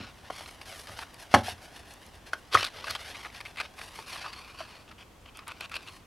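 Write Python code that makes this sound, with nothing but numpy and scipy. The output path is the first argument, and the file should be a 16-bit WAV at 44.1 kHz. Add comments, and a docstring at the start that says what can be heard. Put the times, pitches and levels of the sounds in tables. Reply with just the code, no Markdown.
"""Hands lift a small, full cardboard box off another, skin rubbing on card with a fine stick-slip grain.
At 1.3 s the box is set down: its panels knock and the impact rings the modes of the bench top.
From 2.5 s the flap is pulled open, and card edges scrape and snap. From about 3.7 s fingers reach in
among the contents, and the resonances of the enclosed air turn the rubbing hollow.
Throughout, a camera microphone stands close by in a small quiet room."""
import sys
import numpy as np
from scipy import signal
from scipy.fft import rfft, irfft
from scipy.io import wavfile
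from scipy.ndimage import uniform_filter1d

SR = 44100
rng = np.random.default_rng(int(sys.argv[2]) if len(sys.argv) > 2 else 0)


def bounce(signal):
    """Save signal as a 16-bit WAV file at the path given by the first command-line argument."""
    frames = np.transpose(np.atleast_2d(signal))
    limited = np.clip(frames, -1, 1)
    pcm = np.round(limited * 32767).astype(np.int16)
    wavfile.write(sys.argv[1], SR, pcm)


N = 267246
T = np.arange(N) / SR
USUAL_TOUCH_DB = -50  # reference level for light and heavy contact
SIDE = np.array([[1], [-1]])  # adds to the left channel, subtracts from the right

# Blows on the box. Each row: start in seconds, level in dB, main panel mode in Hz, swell time in ms,
# relative level of the crack in dB.
BOX_BLOWS = [(0.301, -30.5, 1050, 0.76, -7), (0.3045, -28.5, 674, .92, -6), (0.408, -40.5, 760, 0.91, 1.5),
             (1.3408, -9, 807, 1.75, -3.5), (1.3425, -17.5, 2110, 1.9, -19), (1.3459, -11, 1215, 0.74, 0),
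             (1.3467, -11, 1710, 1, -8.5), (1.482, -30, 730, 2.6, -16), (2.3327, -23.5, 1526, 1.3, -0.5),
             (2.5444, -27, 760, 2, 12.5), (2.5509, -8.5, 1213, 1.37, -9.5), (2.558, -19, 1140, 1.2, -15),
             (2.5721, -20, 1950, 1.1, -8.5), (3.988, -39, 890, 2.9, 3.5), (4.6044, -38, 656, 4, -0.5)]
# Modes of a card panel. Each row: frequency as a multiple of the main mode, gain in dB.
PANEL_MODES = [(.33, -19), (.62, -14.5), (1, 4), (1.42, -31), (2.25, -27)]
# Spectrum of the contact crack. Each row: frequency in Hz, gain in dB.
CONTACT_SPECTRUM = [(180, -40), (300, -7), (688, -4), (1360, -4), (2200, -9.5), (2630, -16), (3210, -6.5),
                    (3860, -23.5), (4330, -10.5), (4870, -21), (5650, -14.5), (7370, -29.5), (10400, -23.5),
                    (14500, -45), (15800, -46)]
def box_knocks():
    """Impact excitation: the contact cracks, panel modes swell and die, the contents chatter dully."""
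    out, t = np.zeros(N), T[:SR // 2]
    for start, db, hz, swell_ms, crack_db in BOX_BLOWS:
        age = t / (swell_ms / 1000)
        modes = sum(undb(mode_db) * np.sin(2 * np.pi * hz * ratio * t) for ratio, mode_db in PANEL_MODES)
        add(out, start, undb(db) * age * np.exp(1 - age) * modes)
        chatter = band(rng.standard_normal(len(t)), 1700, "lowpass", order=1) * fade(t, 0.094)
        grit = rng.standard_normal(len(t)) * fade(t, 0.038) + undb(-10.5) * chatter
        crack = unit(colour(grit, CONTACT_SPECTRUM)[:SR // 8]) / 8
        add(out, start, undb(db + crack_db) * crack)
    return out


# Weight landing on the bench. Each row: start in seconds, level in dB, low-pass cutoff of the push in Hz.
LANDINGS = [(.004, -42.5, 260), (.895, -43, 110), (1.3404, -24.5, 2200), (1.52, -41, 90),
            (2.547, -33.5, 110), (2.9, -43, 110)]
# Modes of the loaded bench top. Each row: frequency in Hz, gain in dB, time to decay 60 dB in seconds.
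BENCH_MODES = [(88.6, -5.5, 0.44), (107.5, 2, 0.23), (185, -24, 0.13), (210, -2.5, 0.24), (234, -1.5, 0.29),
               (272, 4, 0.15), (370, 4.5, 0.14), (512, -9, 0.19), (552, 4, 0.14), (590, 1.5, 0.17),
               (707, 7, 0.11), (762, 4, 0.2), (846, 4, 0.18), (920, -15, 0.19), (1088, 0, 0.14),
               (1200, -6.5, 0.064), (1203, -2, 0.093), (1300, -10, 0.058), (1640, 2, 0.045)]
# Spectrum of the bench's many weaker modes. Each row: frequency in Hz, gain in dB.
RUMBLE_SPECTRUM = [(50, -18), (90, 2), (200, -2.5), (400, -5), (850, -2), (1400, -9), (3000, -26),
                   (15000, -60)]
def bench_thumps():
    """Free vibration: the bench rings in its strong modes, while the weak ones overlap into a rumble."""
    out, t = np.zeros(N), T[:SR // 2]
    modes = sum(undb(db) * np.cos(2 * np.pi * hz * t) * fade(t, t60) for hz, db, t60 in BENCH_MODES)
    ring = band(modes, 55, "highpass")
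    for start, db, push_hz in LANDINGS:
        rumble = unit(colour(rng.standard_normal(len(t)), RUMBLE_SPECTRUM)) * fade(t, 0.21)
        add(out, start, undb(db) * band(ring + rumble, push_hz, "lowpass"))
    return out


# Card snapping and fingernails catching. Each row: start in seconds, level in dB, panel ring in Hz,
# relative level of the treble tick in dB.
CARD_SNAPS = [(0.052, -42, 2800, -35), (0.074, -34, 800, -28), (.459, -27, 4130, -40),
              (.49, -31, 2220, -30), (0.614, -25, 2260, -20), (.871, -28.5, 1690, -11),
              (.99, -17, 910, -25), (1.143, -34.5, 4720, -3.5), (1.938, -42, 1300, 6.5),
              (2.065, -45, 2500, 6), (2.6285, -10, 2970, -27), (2.842, -19, 1150, -30),
              (2.908, -20, 3400, -4), (2.951, -14.5, 3190, -29), (3.016, -34, 940, -20),
              (3.192, -32, 886, -16), (3.3, -34, 2250, -25), (3.347, -27, 2380, -24),
              (3.378, -33, 1100, -14), (3.404, -23, 2210, -28), (3.41, -23.5, 1740, -16),
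              (3.452, -26, 2150, -22), (3.559, -30.5, 2110, -21), (3.603, -18.5, 2690, -29),
              (3.791, -31, 780, -18), (3.814, -22.5, 1680, -23), (4.914, -31, 1300, -29),
              (5.372, -37.5, 1300, 4), (5.39, -26, 1170, -32), (5.48, -25, 1220, -3.5),
              (5.517, -22.5, 1140, -24), (5.608, -18, 2500, -13.5), (5.696, -33.5, 2650, -8),
              (5.719, -27, 1250, -14), (5.741, -17, 2670, -28), (5.755, -31, 2600, -5),
              (5.765, -18.5, 1570, -20), (5.829, -35.5, 2600, -8)]
# Response of the open box to snaps and scrapes. Each row: frequency in Hz, gain in dB.
OPEN_BOX_SPECTRUM = [(150, -44), (250, -23), (291, -17), (571, -12), (687, -8), (946, -5.5), (1160, -1),
                     (1860, -8), (2510, 0), (2870, -6), (3830, -8), (4680, -7), (7260, -25), (9830, -24.5),
                     (14000, -39.5)]
def card_snaps():
    """Sudden release of strain: a fibre lets go with a click, a crumble and a heavily damped ring."""
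    out, t = np.zeros(N), T[:SR // 12]
    rise_s = 0.0005  # the panel takes a moment to give
    envelope = (1 - np.exp(-t / rise_s)) * fade(t, 0.024)
    for start, db, hz, treble_db in CARD_SNAPS:
        fracture = rng.standard_normal(len(t)) + undb(12) * (t == 0)
        crack = colour(fracture * envelope, OPEN_BOX_SPECTRUM)
        tick = band(fracture * fade(t, 0.011), [5000, 12000], "bandpass", order=3)
        ring = np.sin(2 * np.pi * hz * t) * envelope
        click = undb(-8.5) * crack / abs(crack).max() + undb(treble_db) * tick / abs(tick).max()
        add(out, start, undb(db) * (click + undb(-10.5) * ring))
    return out


# Card edges dragging. Each row: start in seconds, length in seconds, level in dB, relative level of
# the body in dB, ring of the gripped panel in Hz.
EDGE_DRAGS = [(0.881, 0.019, -51, -2, 880), (1.016, 0.024, -48, 0.5, 1440), (2.523, .02, -36, -2.5, 3220),
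              (2.541, .025, -34, -3, 1300), (2.641, 0.0112, -33, -6, 3530), (2.658, 0.019, -39, -9.5, 3360),
              (2.866, .023, -42, 0.5, 1600), (2.89, 0.0274, -38.5, -7, 4200), (2.956, 0.011, -41, -5, 3170),
              (3.145, 0.019, -46, -10, 2150), (3.244, .03, -47, 3, 2000), (3.456, .017, -45, -10, 2130),
              (3.567, 0.037, -43.5, -6, 2080), (3.597, 0.022, -38, 0.5, 2130), (3.648, .018, -49, -6, 2200),
              (3.778, 0.027, -50.5, 0.5, 2060), (4.152, 0.018, -48, 1, 1200),
              (4.239, 0.049, -50.5, 7, 1060), (4.326, 0.019, -43.5, -12, 4500),
              (4.595, 0.026, -49.5, 1, 1030), (4.876, 0.026, -51, -9, 2550), (4.907, 0.022, -55, -12, 1300),
              (4.974, 0.068, -51, -13, 3300), (5.249, .058, -56, -6, 3160), (5.343, 0.049, -51, -10, 3380),
              (5.393, 0.055, -59, -5, 1180), (5.463, 0.041, -49, -6, 1140), (5.5, 0.019, -47.5, -12, 1140),
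              (5.598, 0.03, -48, -5, 2500), (5.616, 0.052, -46, -5, 2500), (5.711, 0.032, -46.5, -16, 1230),
              (5.748, 0.026, -39.5, -7, 2600), (5.862, 0.037, -47, -11, 2630)]
def edge_scrapes():
    """Forced vibration: the coarse slips of a dragging card edge drive a resonance of the held panel."""
    rasp, body, hiss = friction(OPEN_BOX_SPECTRUM, slips_per_s=4500, spread_db=1.5, patchy_db=1.5)
    out = np.zeros(N)
    for start, length, db, body_db, hz in EDGE_DRAGS:
        i = np.arange(int(start * SR), int((start + length) * SR))
        envelope = unit(signal.windows.tukey(len(i), alpha=0.42))
        # a lighter touch makes a duller rasp with less hiss
        pressure_db = db - USUAL_TOUCH_DB
        cutoff_hz = np.clip(4400 * undb(0.5 * pressure_db), 3400, 9000)
        hiss_db = -15 + 0.52 * pressure_db
        edge = unit(band(rasp[i], cutoff_hz, "lowpass", order=6))
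        ring = unit(resonance(rasp[i] + body[i], hz, width_hz=300))
        drag = undb(-0.5) * edge + undb(body_db) * unit(body[i]) + undb(hiss_db) * unit(hiss[i])
        out[i] += undb(db) * envelope * (drag + undb(-2) * ring)
    return out


# Skin or box sliding. Each row: start in seconds, length in seconds, rasp level in dB, relative level
# of the hiss in dB.
SLIDES = [(-0.09, .21, -47, -29), (0.243, 0.054, -54, -17), (0.313, 0.15, -46, -7),
          (0.416, 0.16, -56, -1.5), (.607, .04, -53, -6), (.652, .128, -47, -5), (0.733, 0.14, -52, 0),
          (0.854, 0.13, -52, -5.5), (0.962, 0.099, -45, -6.5), (1.181, 0.082, -52.5, -3),
          (1.303, .125, -42, -10), (1.431, 0.11, -39.5, -7), (1.615, 0.067, -52.5, -4),
          (1.73, 0.089, -52, -6), (1.845, 0.12, -55, -5), (1.988, 0.12, -58, -5), (2.133, 0.057, -57.5, -7),
          (2.258, 0.044, -50.5, -8.5), (2.324, 0.023, -50.5, -11), (2.368, 0.041, -60.5, -1),
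          (2.513, 0.13, -33.5, -14), (2.604, 0.089, -38, -13), (2.726, 0.14, -47, -15),
          (2.836, 0.14, -42.5, -10), (2.978, .075, -47.5, -10), (3.04, 0.087, -44, -9),
          (3.097, 0.22, -48.5, -9.5), (3.318, 0.097, -49, -9), (3.435, 0.098, -53.5, -7),
          (3.618, .058, -48, -16), (3.754, 0.17, -50.5, -3.5), (3.906, 0.16, -51, -4.5),
          (4.061, 0.14, -41.5, -7), (4.17, 0.15, -42.5, -12.5), (4.305, 0.14, -50.5, -10),
          (4.425, 0.12, -52.5, -13), (4.556, .115, -47, -11), (4.666, 0.14, -52.5, -12),
          (4.786, 0.054, -58, -10), (5.532, 0.091, -59, -11), (5.72, 0.18, -54, -11),
          (5.833, 0.18, -55.5, -4)]
# Faint rub of the hands holding the box. Each row: time in seconds, rasp level in dB.
GRIP_LEVELS = [(0, -61.5), (.6, -61), (1.55, -57.5), (2.2, -66), (2.48, -63.5), (2.72, -57), (3.7, -63),
               (4.5, -55.5), (5.1, -73.5), (6.06, -76)]
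# Spectrum of skin rubbing on card. Each row: frequency in Hz, gain in dB.
SKIN_SPECTRUM = [(100, -38.5), (170, -14), (312, -7), (551, -0.5), (760, 0), (885, -4.5), (1070, -3),
                 (1390, -5.5), (2460, -9), (2870, -5.5), (5460, -14.5), (7120, -23.5), (10600, -18),
                 (14600, -34), (15800, -46)]
def rubbing():
    """Sliding friction: skin on card and box on bench make noise whose amplitude follows the speed."""
    rasp, body, hiss = friction(SKIN_SPECTRUM, slips_per_s=11000, spread_db=1.6, patchy_db=1.9)
    # grip and strokes add in power; the three rows are rasp, body and hiss
    grip_db = np.interp(T, *np.transpose(GRIP_LEVELS))
    power = undb(grip_db + np.array([[0], [1.5], [-8]])) ** 2
    skew, roundness = 0.86, 0.71  # speed over a stroke is a leaning arch
    for start, length, db, hiss_db in SLIDES:
        i = (T > start) & (T < start + length)
        progress = (T[i] - start) / length
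        speed = abs(np.sin(np.pi * progress ** skew)) ** roundness
        body_db = -3.5 - 0.17 * (db - USUAL_TOUCH_DB)  # a lighter touch has a larger share of body
        power[:, i] += (speed * undb(db + np.array([[0], [body_db], [hiss_db]]))) ** 2
    return np.sum(np.sqrt(power) * [rasp, body, hiss], axis=0)


def friction(spectrum, slips_per_s, spread_db, patchy_db):
    """Stick-slip motion: tiny uneven slips ring the card in patches; returns rasp, body and hiss."""
    slips = (rng.random(N) < slips_per_s / SR) * rng.standard_normal(N)
    size_db = spread_db * np.minimum(rng.exponential(size=N), 4) + patchy_db * walk(130)
    card = colour(slips * undb(size_db), spectrum)
    rasp = band(card, [1600, 6200], "bandpass", order=4)
    body = band(card, 1600, "lowpass", order=4)
    hiss = band(card, 6200, "highpass", order=4)
    return unit(rasp), unit(body), unit(hiss)


def hand_echo(x, lag_s, echo_db):
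    """Comb filtering: a reflection off the cupped hand, its lag wandering, interferes with the sound."""
    echo = np.interp(T - lag_s * np.exp(0.22 * walk(7)), T, x)
    return (x + undb(echo_db) * echo) / np.hypot(1, undb(echo_db))


# Air modes of the opened box. Each row: frequency in Hz, bandwidth in Hz, gain in dB.
AIR_MODES = [(1090, 99, 3.5), (2500, 115, 7.5), (4500, 150, 7), (8250, 350, -10)]
def box_cavity(rub):
    """Cavity resonance: as the fingers reach into the box, its air modes turn the rub hollow."""
    reach_s = (3.65, 4.33)
    inside = np.interp(T, reach_s, [0, 0.72])
    closed = undb(-0.8) * rub + undb(-14) * resonance(rub, 2150, width_hz=160)
    air = sum(undb(db) * drifting_mode(rub, hz, width_hz) for hz, width_hz, db in AIR_MODES)
    hollow = undb(-5.5) * rub + air
    return (1 - inside) * closed + inside * hollow


def drifting_mode(x, hz, width_hz):
    """Detuning: fingers reshape the cavity, so a mode drifts between a flat and a sharp tuning."""
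    share = np.clip(0.5 + 0.5 * walk(11), 0, 1)
    detune = np.exp(0.03)
    flat, sharp = resonance(x, hz / detune, width_hz), resonance(x, hz * detune, width_hz)
    return (1 - share) * flat + share * sharp


def room(x, t60, wet_db):
    """Reverberation: diffuse reflections die quickly and differ in part at the left and right channels."""
    t = T[:SR // 2]
    envelope = fade(t, t60) * (t > 0.004)
    tails = [band(rng.standard_normal(len(t)), 8000, "lowpass", order=1) * envelope for _ in range(3)]
    both, left, right = (signal.oaconvolve(x, tail / np.linalg.norm(tail))[:N] for tail in tails)
    return undb(wet_db) * (both + undb(-10) * np.array([left, right]))


# Background common to both channels. Each row: frequency in Hz, relative spectral density in dB.
BACKGROUND_SPECTRUM = [(13, -29), (22, -3), (70, 6), (155, -3.5), (255, -4), (467, -8), (1070, -10.5),
                       (1800, -17.5), (3290, -17.5), (3680, -22), (4580, -23.5), (7110, -25.5),
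                       (10700, -29), (14500, -33), (15800, -35)]
# Stereo width of the faint background noise, low rumble included, cut off above about 10 kHz. Each row:
# frequency in Hz, # relative spectral density in dB.
WIDTH_SPECTRUM = [(13, -30), (22, -8), (178, 2.5), (766, -2.5), (1290, -4), (7730, -19), (10200, -46),
                  (11000, -51), (15800, -58)]
def background():
    """Partly coherent noise: a steady low rumble and a faint hiss, largely alike in both channels but partly
    differing between them."""
    mid = unit(colour(rng.standard_normal(N), BACKGROUND_SPECTRUM))
    side = unit(colour(rng.standard_normal(N), WIDTH_SPECTRUM))
    return undb(-54.5) * (mid + undb(-9) * side * SIDE)


def undb(db):
    """Decibels to amplitude gain."""
    return 10 ** (np.asarray(db) / 20)


def unit(x):
    """Normalisation to rms 1."""
    return x / np.sqrt(np.mean(x ** 2))


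def fade(t, t60):
    """Exponential decay that loses 60 dB in t60 seconds."""
    return np.exp(-np.log(1000) * t / t60)


def add(out, start, sound):
    """Superposition: mix a sound in at a start time in seconds."""
    i = max(int(start * SR), 0)
    out[i:i + len(sound)] += sound[:N - i]


def band(x, hz, kind, order=2):
    """Butterworth filter."""
    return signal.sosfilt(signal.butter(order, hz, kind, fs=SR, output="sos"), x)


def resonance(x, hz, width_hz):
    """Two-pole resonator with gain 1 at its centre."""
    return signal.lfilter(*signal.iirpeak(hz, hz / width_hz, fs=SR), x)


def colour(x, spectrum, size=8192):
    """Minimum-phase filter with the given (Hz, dB) spectrum, built by folding its cepstrum."""
    hz, db = np.transpose(spectrum)
    bins_hz = np.maximum(np.arange(size // 2 + 1) * SR / size, 1)
    gain = undb(np.interp(np.log(bins_hz), np.log(hz), db))
    cepstrum = irfft(np.log(gain))
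    cepstrum[1:size // 2] *= 2
    cepstrum[size // 2 + 1:] = 0
    impulse_response = irfft(np.exp(rfft(cepstrum)))
    return signal.oaconvolve(x, impulse_response)[:len(x)]


def walk(rate):
    """Smooth random modulation of rms 1 that changes course rate times a second."""
    hold = max(int(SR / rate), 1)
    steps = np.repeat(rng.standard_normal(N // hold + 1), hold)[:N]
    return unit(uniform_filter1d(steps, hold))


def scene():
    """Superposition: the direct sound from straight ahead, its reflections and the background noise."""
    rub = box_cavity(hand_echo(rubbing(), lag_s=0.0011, echo_db=-7))
    direct = rub + edge_scrapes() + card_snaps()
    direct += band(box_knocks() + bench_thumps(), 53, "highpass")
    # the upper middle range leans slightly left
    lean = undb(-19) * resonance(direct, 2400, width_hz=1200) * SIDE
    # each channel catches its own share of the reflection off the bench
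    treble = band(direct, 2500, "highpass", order=1)
    bench_echo = undb(-34) * np.interp(T - 0.0003, T, treble) * SIDE
    return direct + lean + bench_echo + room(direct, t60=0.18, wet_db=-19.5) + background()


def record(dry):
    """Soft saturation and band limiting: the camera rounds off the loudest peaks and cuts the top."""
    ceiling, top_hz = 0.82, 15800
    rounded = dry / (1 + (dry / ceiling) ** 4) ** (1 / 4)
    return signal.sosfilt(signal.ellip(8, 0.2, 70, top_hz, fs=SR, output="sos"), rounded)


dry = scene()
out = record(dry)
bounce(out)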